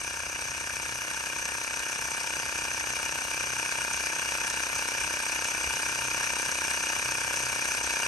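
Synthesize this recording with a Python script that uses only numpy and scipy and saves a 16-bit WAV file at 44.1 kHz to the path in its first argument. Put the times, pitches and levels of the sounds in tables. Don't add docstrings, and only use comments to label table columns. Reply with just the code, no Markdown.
import sys
import numpy as np
from scipy import signal
from scipy.io import wavfile

SR = 44100
rng = np.random.default_rng(int(sys.argv[2]) if len(sys.argv) > 2 else 0)


def file_out(sig):
    cols = np.atleast_2d(sig).T
    lim = np.clip(cols, -1, 1)
    pcm = np.round(lim * 32767).astype(np.int16)
    wavfile.write(sys.argv[1], SR, pcm)


N = 355887
TIME = np.arange(N) / SR


def from_db(db):
    return np.exp(np.asarray(db) * (np.log(10) / 20))


def rms_one(x):
    return x / np.sqrt(np.mean(x ** 2) + 1e-20)


def drift(rate):
    step, warm_up = 8, 4000
    pole = np.exp(-2 * np.pi * step * rate / SR)
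    noise = rng.standard_normal(N // step + warm_up + 2)
    slow = signal.lfilter([1], [1, -2 * pole, pole * pole], noise)[warm_up:]
    return np.interp(np.arange(N) / step, np.arange(len(slow)), rms_one(slow))


def per_turn(turn):
    index = np.floor(turn + 1.5).astype(int)
    return rng.standard_normal(size=400)[index]


def stereo_noise(apart):
    return rms_one(rng.standard_normal(N) + apart * rng.standard_normal((2, N)))


def side_gains(pan_db, lead):
    sides = np.array([1, -1])
    return from_db(sides * pan_db / 2) * np.exp(.5j * lead * sides)


def ring(x, hz, width, pan_db=0, lead=0, order=1):
    poles = np.poly([np.exp((-np.pi * width + 2j * np.pi * hz) / SR)] * order)
    feedback = np.convolve(poles, poles.conj()).real
    drives = np.broadcast_to(x + 1e-18, (2, N))
    return np.array([signal.lfilter(np.imag(gain * poles.conj()), feedback, drive)
                     for gain, drive in zip(side_gains(pan_db, lead), drives)])


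def case_whirr(turn, grain_db=1.0, uneven_db=0.47, scatter_db=1.17):
    # (position [turns], relative level [dB])
    stroke = [(-.52, -3.5), (-.23, 0.8), (-.04, -1), (.012, 2.5), (.045, .5), (.085, 1.5), (.16, -1.5),
              (.35, -2.5)]
    # (pitch [Hz], width [Hz], relative level [dB], left over right [dB],
    # left lead [rad], share that repeats every turn [0-1])
    resonances = [(687, 520, -18.5, 2, 0, 0.16), (920, 117, -14, 2.5, 0.3, 0.18),
                  (1213, 430, -16.5, -0.5, 1.26, 0.13), (1644, 520, -5.5, 4.5, 0.53, 0.14),
                  (2000, 690, -6.5, -0.5, 2, 0.02), (2372, 400, -6, -2, 0.08, 0.18),
                  (2842, 185, -10, 0, 1, 0.11), (3360, 164, -17.5, 4, 2, 0.33),
                  (3980, 820, -14.5, 3, -1, 0.02), (4873, 490, -12.5, 1, -0.5, 0.22),
                  (5565, 740, -9, 3.5, -0.1, 0.44), (6114, 710, -5, 4, 0.43, 0.16),
                  (7080, 450, -15, 0, 4, 0.27), (7640, 260, -15, 0, 4, 0.2),
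                  (8230, 290, -13, -1.5, 1.06, 0.16), (8760, 370, -15, 6.5, 0.35, 0),
                  (9860, 1040, -15, -0.5, -0.5, .05), (11000, 520, -21, -2, 1.5, .1),
                  (12010, 600, -23, 1, 0.5, .1), (12530, 450, -26, -1.5, -0.3, 0.5)]
    position, stroke_db = np.transpose(stroke)
    force_db = np.interp(turn, position, stroke_db, period=1)
    force = from_db(force_db + uneven_db * per_turn(turn) + grain_db * drift(460))
    surface = rng.standard_normal(size=1386)
    teeth = force * surface[(turn % 1 * len(surface)).astype(int)]
    air = [force * stereo_noise(apart=0.48), force * stereo_noise(apart=0.56)]
    out = 0
    for k, (hz, width, db, pan_db, lead, repeats) in enumerate(resonances):
        drive = np.sqrt(repeats) * teeth + np.sqrt(1 - repeats) * air[k % 2]
        drive *= from_db(scatter_db * per_turn(turn))
        ringing = ring(drive, hz, width, pan_db, lead, order=2)
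        out += ringing * (from_db(db) / ringing.std())
    return out


def gear_whine(turn, teeth, level_db=-10, peak_turn=0.024, swing_db=7.0, uneven_db=2.0):
    load_db = swing_db * np.cos(2 * np.pi * (turn - peak_turn)) + uneven_db * per_turn(turn)
    phase = 2 * np.pi * teeth * turn + 1.7 * drift(rate=70)
    whine = from_db(level_db + load_db) * np.sin(phase)
    return whine * np.abs(side_gains(pan_db=3.5, lead=0))[:, None]


def motor_hum(turn, gear_ratio, motor_db=-24.5, sag_rad=0.22):
    # (pitch [multiple of the crank rate], relative level [dB])
    shakes = [(2, -24), (4, -44), (5, -49), (6, -38.5), (8, -36.5)]
    angle = 2 * np.pi * turn
    shake = sum(from_db(db) * np.cos(multiple * angle) for multiple, db in shakes)
    motor = from_db(motor_db) * np.sin(gear_ratio * angle + sag_rad * np.sin(angle))
    return np.sqrt(2) * (motor - shake)


def far_engine(idle_hz=22.42, revved_hz=25.86, boom_hz=122, boom_width_hz=7, boom_db=-54, waver_db=6.5):
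    # (start [s], rise [s], release [s], fall [s], drone level [dB])
    revs = [(-.3, .2, .8, 0.295, -57.5), (2.42, 0.038, 3.26, 0.592, -61.5), (5.77, 0.473, 7.24, .6, -65)]
    # (pitch [multiple of the firing rate], idle level [dB], revved level [dB])
    overtones = [(3, -66.5, -77), (4, -84, -68), (5, -73, -69), (6, -69, -75)]
    throttle, drone_level, tones = 0, 0, 0
    for start, rise, release, fall, db in revs:
        rev = np.interp(TIME, [start, start + rise, release, release + fall], [0, 1, 1, 0])
        throttle += rev
        drone_level += rev * from_db(db)
    firing_hz = idle_hz + (revved_hz - idle_hz) * throttle
    phase = 2 * np.pi * np.cumsum(firing_hz) / SR
    drone = np.sin(3 * phase) + from_db(-5) * np.sin(2 * phase)
    for multiple, idle_db, revved_db in overtones:
        tone_db = idle_db + (revved_db - idle_db) * throttle + waver_db * drift(18)
        tones += from_db(tone_db) * np.sin(multiple * phase)
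    boom = np.sin(5 * phase) / (1 + (2 * (5 * firing_hz - boom_hz) / boom_width_hz) ** 2)
    return np.sqrt(2) * (drone_level * drone + tones + from_db(boom_db) * boom)


def traffic(deep_db=-64, upper_db=-61.0):
    deep = rms_one(ring(stereo_noise(apart=0.09), hz=53.6, width=59, order=2))
    upper = rms_one(ring(stereo_noise(apart=0.09), hz=143, width=95))
    return from_db(deep_db) * deep + from_db(upper_db) * upper


def valve_squeaks(turn, speed, uneven_db=2.5, wander_hz=130, detune=0.0095, jitter_turns=.018):
    # (centre [turns], half length [turns], pitch [Hz], glide [Hz per turn],
    # relative level [dB], phase wander [rad])
    squeaks = [(-.335, 0.041, 6000, 0, -3.5, 1.1), (-.2, 0.09, 6200, 0, -9, 1.35),
               (-0.22, 0.08, 8494, -3800, -5.5, 0.96), (-0.21, .085, 12400, -3600, -28, 1.68),
               (-.165, 0.049, 1527, -600, -1.5, .45)]
    out = 0
    for centre, half_length, hz, glide, db, wander in squeaks:
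        cycle = turn - centre
        looseness = wander ** 2
        offset = cycle - np.round(cycle)
        pitch = hz * (1 + detune * looseness * per_turn(cycle))
        phase = 2 * np.pi * (pitch * offset + glide * offset ** 2 / 2) / speed
        phase += wander * drift(wander_hz)
        swell = np.exp(-.5 * ((offset + jitter_turns * per_turn(cycle)) / half_length) ** 2)
        strength = from_db(db + uneven_db * per_turn(cycle))
        out += np.sqrt(2) * strength * swell * np.sin(phase)
    return out


def piston_knock(turn, uneven_db=0.52, scatter_db=0.2, jitter_s=.000015, band_hz=(600, 3501)):
    # (pitch [Hz], width [Hz], relative peak [dB], left over right [dB],
    # left lead [rad], delay after the blow [s])
    resonances = [(531, 140, -0.5, 1.5, 0.29, 0.00048), (722, 135, -1.5, 4, 0.91, 0.00075),
                  (926, 52.4, 1.5, 1, 0.39, .00062), (1200, 620, -3.5, 9, 1.2, 0.00085),
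                  (1594, 114, 2, -6, 0.91, 0.00017), (1754, 68, 4, 5, 2.04, 0.00046),
                  (2335, 140, 9, 5.5, 1.28, 0.001099), (2598, 190, 9.5, 2.5, 0.8, 0.001304),
                  (2820, 126, 4, -1, 0.46, 0.00119)]
    blows = np.flatnonzero(np.diff(np.floor(turn)) > 0)
    blows = blows + jitter_s * SR * rng.standard_normal(len(blows))
    blow_db = uneven_db * rng.standard_normal(len(blows))
    out = 0
    for hz, width, db, pan_db, lead, delay in resonances:
        arrivals = np.clip(np.round(blows + delay * SR).astype(int), 0, N - 1)
        clicks = np.zeros(N)
        clicks[arrivals] = from_db(db + blow_db + scatter_db * rng.standard_normal(len(blows)))
        out -= ring(clicks, hz, width, pan_db, lead)
    return signal.sosfilt(signal.butter(1, band_hz, "band", fs=SR, output="sos"), out)


def hollow_case(x, hz=1990, width=480, cancel=.85):
    shared = x.mean(axis=0)
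    shared_band = shared - signal.lfilter(*signal.iirnotch(hz, hz / width, fs=SR), shared)
    return x - cancel * shared_band


def bright_accents(hz=6150, width=900, decay_s=0.0044, gain_db=-7):
    # (time [s], relative peak [dB])
    accents = [(1.4542, -19), (1.7928, -21), (3.4301, -29), (4.322, -23), (4.5, -19), (4.574, -26),
               (5.445, -17), (6.5156, -20), (6.9516, -23.5)]
    bursts = sum(from_db(db) * np.exp(-np.abs(TIME - s) / decay_s) * (TIME >= s) for s, db in accents)
    return from_db(gain_db) * bursts * rms_one(ring(stereo_noise(apart=0.36), hz, width))


def handling_bumps(hz=62, width=35, half_length_s=0.059):
    # (time [s], level [dB])
    bumps = [(5.07, -49), (7.88, -55)]
    swell = sum(from_db(db) * np.exp(-.5 * ((TIME - s) / half_length_s) ** 2) for s, db in bumps)
    return swell * rms_one(ring(stereo_noise(apart=0.1), hz, width, order=2))


def scene(start_db=-37, loaded_db=-31, pressure_rise_s=4.16, gear_teeth=79, motor_teeth=8):
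    # (time [s], speed [turns per second])
    crank_speeds = [(0, 31.904), (2, 31.861), (2.9, 31.693), (4.1, 31.798), (5, 31.757), (8.07, 31.852)]
    speed = np.interp(TIME, *np.transpose(crank_speeds))
    start_turn, wobble_turns = -.445, .002
    turn = start_turn + np.cumsum(speed) / SR + wobble_turns * drift(3)
    pump = case_whirr(turn) + gear_whine(turn, gear_teeth)
    pump += valve_squeaks(turn, speed) + piston_knock(turn)
    pump = hollow_case(pump) + motor_hum(turn, gear_teeth / motor_teeth)
    effort_db = loaded_db + (start_db - loaded_db) * np.exp(-TIME / pressure_rise_s)
    return from_db(effort_db) * pump + bright_accents() + handling_bumps() + far_engine() + traffic()


def record(dry, low_hz=25, high_hz=13100):
    thinned = signal.sosfilt(signal.butter(2, low_hz, "high", fs=SR, output="sos"), dry)
    return signal.sosfilt(signal.ellip(12, .1, 90, high_hz, fs=SR, output="sos"), thinned)


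dry = scene()
out = record(dry)
file_out(out)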